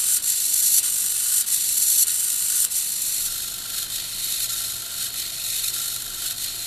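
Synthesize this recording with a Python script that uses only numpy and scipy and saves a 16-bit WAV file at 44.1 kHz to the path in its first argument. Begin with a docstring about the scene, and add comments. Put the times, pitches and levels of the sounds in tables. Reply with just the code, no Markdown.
"""A hobby servo swings a puppet's baton arm up and down through a rod in a plywood frame.
Its controller kicks the motor 50 times a second; the plastic gear teeth mesh and rattle, making the
gear case, frame and rod ring. Every beat has the same lift and fall, the same tight spots in the
gears and a brief rest at each turn. It is heard first from above the open mechanism, then, after a
cross-fade, from the front of the figure, where mains hum and a fan join the workshop's soft air noise."""
import sys
import numpy as np
from scipy import signal
from scipy.fft import rfft, irfft
from scipy.io import wavfile
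from scipy.ndimage import uniform_filter1d

SR = 44100
rng = np.random.default_rng(int(sys.argv[2]) if len(sys.argv) > 2 else 0)


def transcribe(u):
    """Save the signal u as a 16-bit wav file named by the first command-line argument.

    u: samples, shape (n,) or (channels, n), limited to [-1, 1]; the rate is SR.
    q: integer samples, one column per channel.
    """
    v = np.clip(np.atleast_2d(u).T, -1, 1)
    q = np.round(v * 32767).astype(np.int16)
    wavfile.write(sys.argv[1], SR, q)


N = 293706
TIME, HZ = np.arange(N) / SR, np.fft.rfftfreq(N, 1 / SR)
CONTROL_HZ = 50
# one beat of the baton: the arm is lifted, rests, is lowered and rests again
BEAT_S, LIFT_S, LOWER_AT_S, LOWER_S = 1.24, 0.577, 0.607, 0.592


def servo(lift_at_s, lift, lower, case_modes, frame_modes, rod_modes, loaded_tone,
          start_load, case_rest_db, case_drop_db, frame_rest_db, judder_db):
    """Tooth strikes ring the gear case, the plywood frame and the push rod, beat after beat."""
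    beat = (TIME - lift_at_s) % BEAT_S  # seconds into the current beat
    kick = control_kick()
    steps_db = judder_db * judder(beat)
    teeth = gear_teeth(arm_load(beat, start_load), loaded_tone) * jolts(beat) * amp(0.13 * steps_db)
    teeth = colour(teeth, 1 + amp(-11) * board_echoes(die_away_s=0.053))
    case = ring(teeth * amp(2.6 * kick), case_modes, steepness=3.47)
    frame = ring(teeth * amp(1.5 * kick), frame_modes, steepness=3.57)
    blows = teeth * (1 + 1.4 * np.tanh(2 * wander(690)))  # the loose rod takes the blows unevenly
    rod = ring(blows * amp(4.5 * kick + steps_db), rod_modes, steepness=4.7)
    case *= stroke_gain(beat, lift, lower, column=1, binding=0.99,
                        rest_db=case_rest_db, drop_db=case_drop_db, coast_s=0.024)
    frame *= stroke_gain(beat, lift, lower, column=2, binding=0.53,
                         rest_db=frame_rest_db, drop_db=0.5, coast_s=0.03)
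    rod *= stroke_gain(beat, lift, lower, column=3, binding=0, rest_db=-54, drop_db=-1.5, coast_s=0.03)
    return amp(1.27) * case + amp(0.82) * frame + amp(0.85) * rod


def servo_from_above():
    """Above the open mechanism, the bright gear case is the loudest part."""
    # where gear case, frame and rod ring: (pitch [Hz], width [Hz], level [dB])
    case_modes = [(5770, 1030, -8), (7140, 210, -3), (7580, 410, 0.5), (8300, 360, -6.5), (8840, 610, 2),
                  (9910, 310, 0), (11000, 460, -4.5), (11560, 400, -2.5), (12500, 700, -7.5),
                  (13500, 800, -10.5), (14070, 400, -7.5)]
    frame_modes = [(1900, 200, -9), (2380, 560, -12.5), (2940, 320, -4), (3550, 120, 1), (4060, 310, 1.5),
                   (4760, 650, -5)]
    rod_modes = [(1200, 150, -4), (1443, 45, 3.5), (1686, 110, -5.5)]
    # loudness along each stroke: (time [s], gear case [dB], frame [dB], rod [dB])
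    lift = [(0, -25, -36.5, -51), (0.07, -24, -35, -54), (0.12, -23, -33.5, -54.5),
            (0.2, -22.5, -33.0, -57), (0.29, -22, -34.5, -57), (0.4, -24, -36.0, -51.5),
            (0.49, -20.5, -33, -56), (0.578, -19, -33, -55)]
    lower = [(0, -18, -32, -45), (0.03, -22, -32.5, -46), (0.1, -22.5, -37, -53), (0.2, -22, -35.5, -49.5),
             (0.3, -23.5, -35.5, -50.5), (0.39, -22.5, -35, -50.0), (0.47, -21.5, -34, -45.5),
             (0.54, -18, -33.5, -47.5), (0.592, -19.5, -34.0, -47)]
    # how the arm's weight changes the tone of the teeth: (frequency [Hz], boost [dB])
    loaded_tone = [(1800, 0), (2300, 2.5), (3000, -4.5), (3500, 4), (3850, 0), (4500, 4), (5000, -1.5),
                   (5900, 1.5), (7500, -0.5), (8300, -2), (8800, -7.5), (9800, -0.5), (11400, 3.5),
                   (12800, -3), (14000, 0)]
    lift_at_s = 0.222
    return servo(lift_at_s, lift, lower, case_modes, frame_modes, rod_modes, loaded_tone,
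                 start_load=0.39, case_rest_db=-37.5, case_drop_db=7, frame_rest_db=-41, judder_db=-0.3)


def servo_from_front():
    """In front of the figure, the gear case is softer and the rod judders on the way down."""
    # where gear case, frame and rod ring: (pitch [Hz], width [Hz], level [dB])
    case_modes = [(5340, 280, -3.5), (6600, 330, -4), (7110, 590, -2.5), (7850, 390, -3.5),
                  (8450, 500, -1.5), (9300, 330, -3.5), (10360, 410, -0.5), (10900, 400, -4.5),
                  (11700, 480, 0.5), (12500, 600, -6), (13500, 700, -10), (14100, 400, -10)]
    frame_modes = [(1890, 120, -10.5), (2620, 390, -15.5), (3120, 370, -11.5), (3690, 410, -2),
                   (4157, 340, -1), (4730, 180, -6)]
    rod_modes = [(1375, 37, 2.5), (1520, 130, -8.5), (1670, 95, -10.5)]
    # loudness along each stroke: (time [s], gear case [dB], frame [dB], rod [dB])
    lift = [(0, -32.0, -35.5, -49), (0.07, -32, -33.5, -53), (0.12, -31.5, -31.5, -50.5),
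            (0.2, -32.5, -35.5, -52.0), (0.29, -31, -33, -52), (0.4, -31.5, -33.5, -51.5),
            (0.49, -29, -31.5, -51.5), (0.578, -29, -32.5, -48.5)]
    lower = [(0, -25.0, -27.5, -48), (0.03, -27.0, -32.5, -43), (0.1, -27, -32, -45.5),
             (0.2, -28.5, -33, -47.5), (0.3, -32, -36.5, -49), (0.39, -33.5, -36.5, -47),
             (0.47, -31.0, -35, -47), (0.54, -26, -30, -44), (0.592, -29.5, -33.0, -47.5)]
    # how the arm's weight changes the tone of the teeth: (frequency [Hz], boost [dB])
    loaded_tone = [(1800, 1), (2400, 8), (3100, -4), (3600, 3), (4700, 0), (5800, -0.5), (7500, -1),
                   (8900, -2), (9800, -0.5), (11400, 1.5), (12700, -4.5), (14000, 1.5)]
    lift_at_s = 3.882
    return servo(lift_at_s, lift, lower, case_modes, frame_modes, rod_modes, loaded_tone,
                 start_load=0.028, case_rest_db=-38.5, case_drop_db=-0.5, frame_rest_db=-38.5,
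                 judder_db=3.0)


def gear_teeth(load, loaded_tone, mesh_hz=1440, rattles_per_s=8500, flutter_db=1.03):
    """The motor gear's teeth strike at an unsteady rate; the slack wheels behind it rattle at random."""
    sag = 0.5 - (TIME * CONTROL_HZ - 0.2) % 1  # the motor leaps at each control pulse, then slows
    tooth_hz = mesh_hz * (1 + 0.15 * sag + 0.05 * wander(45) + 0.012 * wander(500))
    strikes = np.diff(np.floor(np.cumsum(tooth_hz) / SR), prepend=0)
    mesh = strikes * amp(2.0 * rng.standard_normal(N))
    whine = amp(-4 + 5 * load ** 2) * unit(mesh - mesh.mean())  # load makes the mesh more regular
    rattle_size = amp(3.5 * np.minimum(rng.standard_normal(N), 2.2)) * rng.choice([-1., 1.], N)
    rattle = rattle_size * (rng.random(N) < rattles_per_s / SR)
    teeth = steady(whine + unit(rattle)) * amp(flutter_db * wander(102))
    return (1 - load) * teeth + load * colour(teeth, amp(curve(loaded_tone)))


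def control_kick(first_s=0.0034, half_width_s=0.0026):
    """Each control pulse gives the motor a short push."""
    cycles_away = ((TIME - first_s) * CONTROL_HZ + 0.5) % 1 - 0.5
    return bump(cycles_away / CONTROL_HZ, half_width_s)


def arm_load(beat, at_start):
    """The weight on the gears grows through each lift and is gone on the way down."""
    return (beat < LIFT_S) * np.interp(beat, [0, LIFT_S], [at_start, 1])


def jolts(beat, half_width_s=0.0011):
    """The gears knock through their slack and catch, so the teeth briefly strike harder."""
    # catches of the gears: (time into the beat [s], boost [dB])
    catches = [(.021, 4), (0.231, 0), (.367, 0), (.421, 0.5), (.567, -1), (.737, 4.5), (.841, 4), (.9, 5),
               (1.109, 2), (1.14, 0.5), (1.188, 7.5)]
    return amp(sum(db * bump(beat - at_s, half_width_s) for at_s, db in catches))


def judder(beat):
    """The sinking arm overruns and is caught at every second control pulse: a swing from +1 to -1."""
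    # juddering stretches of the beat: (start [s], end [s])
    runs = [(.64, .89), (.94, 1.15)]
    return sum((beat > start - 0.5 / CONTROL_HZ) * (beat < end)
               * np.cos(np.pi * CONTROL_HZ * (beat - start)) for start, end in runs)


def stroke_gain(beat, lift, lower, column, binding, rest_db, drop_db, coast_s):
    """One part's loudness as the motor starts, drives, then lets the gears coast to a faint chatter."""
    # the gears bind at the same angles in every lift: (time [s], half-width [s], boost [dB])
    tight_spots = [(0.071, 0.02, 5.5), (0.233, 0.0035, 2.5), (0.319, 0.005, 4.5), (0.361, 0.02, 4.5),
                   (0.433, 0.032, 5.5), (0.52, 0.0068, 3.6), (0.555, 0.019, 5)]
    lowering = beat >= LOWER_AT_S
    stroke_s = beat - lowering * LOWER_AT_S
    lifted_s = np.minimum(stroke_s, LIFT_S)
    tight_db = sum(db * bump(lifted_s - at_s, width) for at_s, width, db in tight_spots)
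    lift_db = np.interp(stroke_s, *np.transpose(lift)[[0, column]])
    lower_db = np.interp(stroke_s, *np.transpose(lower)[[0, column]])
    driven_db = np.where(lowering, lower_db, lift_db + binding * tight_db)
    soft_start_db = 3.5 * np.exp(-stroke_s / 0.0072)
    stopped_s = np.maximum(stroke_s - np.where(lowering, LOWER_S, LIFT_S), 0)
    coast_db = rest_db + (driven_db - drop_db - rest_db) * np.exp(-stopped_s / coast_s)
    level_db = np.where(stopped_s > 0, coast_db, driven_db - soft_start_db)
    return amp(uniform_filter1d(level_db, size=130))


def ring(strikes, modes, steepness):
    """A struck part rings at its own pitches (its modes), held at an even loudness."""
    return steady(unit(colour(strikes, resonances(modes, steepness))))


def resonances(modes, steepness):
    """A filter that favours a body's own pitches and falls away steeply below and above them."""
    power = sum(amp(db) ** 2 / (1 + (2 * (HZ - hz) / width) ** 2) for hz, width, db in modes)
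    outside = np.maximum(modes[0][0] / (HZ + 1), 1) * np.maximum(HZ / modes[-1][0], 1)
    log_gain = np.log(np.sqrt(power) / outside ** steepness + 1e-5)
    mirrored = np.r_[log_gain, log_gain[-2:0:-1]]
    return np.exp(np.conj(signal.hilbert(mirrored))[:len(HZ)])  # ringing comes only after the strike


def board_echoes(die_away_s):
    """A filter of quick, fading echoes from nearby boards."""
    t = TIME[:SR // 4]
    echoes = rng.standard_normal(len(t)) * amp(-60 * t / die_away_s) * (t > 0.001)
    return rfft(echoes / np.linalg.norm(echoes), N)


def widen_treble(x, front, lean_above=0.39, lean_front=-0.52):
    """The treble flickers between the ears; everything lower stays in the centre."""
    # stereo width: (frequency [Hz], level of what differs between the ears [dB])
    width_above = [(2000, -40), (4200, -31), (6200, -23), (7400, -13), (8300, -10), (9000, -10), (9900, -7),
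                   (11400, -7), (12600, -4), (13800, -5)]
    width_front = [(2000, -40), (4200, -45), (5400, -30), (6200, -12), (7400, -9), (9000, -7), (9900, -6),
                   (11400, -9), (12600, -7), (13800, -6)]
    flicker = np.tanh(3 * wander(320)) + (1 - front) * lean_above + front * lean_front
    shifted = -np.imag(signal.hilbert(x)) * unit(flicker)  # shifted by a quarter of a wave
    side = (1 - front) * colour(shifted, amp(curve(width_above)))
    side += front * colour(shifted, amp(curve(width_front)))
    return np.array([amp(-2.11) * (x + side), amp(-2.34) * (x - side)])


def room_air():
    """The workshop's air is a soft, low rush, partly different in each ear."""
    # tone of the air: (frequency [Hz], relative level [dB])
    air_tone = [(20, -5), (35, 3.5), (70, -1), (150, -1), (300, -4.5), (550, -7.5), (900, -8), (1200, -6),
                (3000, -15), (14000, -21)]
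    # how alike it is in both ears: (frequency [Hz], likeness [0 to 1])
    air_likeness = [(30, 0.81), (120, 0.8), (250, 0.66), (600, 0.48), (900, 0.56), (1300, 1), (14000, 1)]
    alike = curve(air_likeness)
    mid, side = (unit(colour(noise, amp(curve(air_tone)))) for noise in rng.standard_normal((2, N)))
    side = colour(side, np.sqrt((1 - alike) / (1 + alike)))
    return amp(-49.5) * np.array([mid + side, mid - side])


def mains_hum(waver=0.2):
    """The mains supply hums in two gently wavering tones."""
    # hum tones: (pitch [Hz], level [dB])
    tones = [(119.9, -56.5), (360, -73.5)]
    return sum(amp(db) * unit(np.cos(2 * np.pi * hz * TIME) * (1 + waver * wander(5.2)))
               for hz, db in tones)


def fan_drone():
    """A fan drones: noise gathered around a few low pitches."""
    # peaks of the drone: (pitch [Hz], width [Hz], relative level [dB])
    peaks = [(26.9, 6.7, 0.5), (63, 25, -19.5), (95.2, 13.5, -12.5), (193, 40, -18), (353, 24, -16.5),
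             (686, 27, -12.5)]
    return amp(-52) * unit(colour(rng.standard_normal(N), resonances(peaks, steepness=2.7)))


def amp(db):
    """Turns decibels into a gain."""
    return 10 ** (np.asarray(db) / 20)


def unit(x):
    """Scales a signal to an average strength (rms) of 1."""
    return x / np.sqrt(np.mean(x ** 2) + 1e-20)


def steady(x, size=3000):
    """Evens out slow changes in loudness, leaving the fast grain."""
    return x / np.sqrt(np.abs(uniform_filter1d(x ** 2, size)) + 1e-12)


def bump(offset, half_width):
    """A bell shape, 1 high where the offset is zero."""
    return np.exp(-0.5 * (offset / half_width) ** 2)


def curve(points):
    """Joins (frequency [Hz], value) points into a value for every frequency."""
    hz, value = np.transpose(points)
    return np.interp(np.log(HZ + 1), np.log(hz + 1), value)


def colour(x, gain):
    """Filters a signal with a gain for each frequency."""
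    return irfft(rfft(x) * gain, N)


def wander(rate_hz):
    """A smooth random wobble, up to about the given rate."""
    return unit(colour(rng.standard_normal(N), 1 / (1 + (HZ / rate_hz) ** 4)))


def scene(fade_from_s=2.6, fade_to_s=3.56):
    """The servo in the workshop; front goes from 0 above the mechanism to 1 in front of the figure."""
    front = np.clip((TIME - fade_from_s) / (fade_to_s - fade_from_s), 0, 1)
    mechanism = (1 - front) * servo_from_above() + front * servo_from_front()
    hum_fade = np.minimum(front / 0.7, 1) ** 2
    return widen_treble(mechanism, front) + room_air() + hum_fade * (mains_hum() + fan_drone())


def record(dry, ceiling=0.72, top_hz=14230):
    """Rounds off the highest peaks and cuts the very top of the treble."""
    rounded = dry / (1 + (dry / ceiling) ** 6) ** (1 / 6)
    low_pass = signal.firwin(801, top_hz, window=("kaiser", 9), fs=SR)
    return signal.oaconvolve(rounded, low_pass[None], "same")


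dry = scene()
out = record(dry)
transcribe(out)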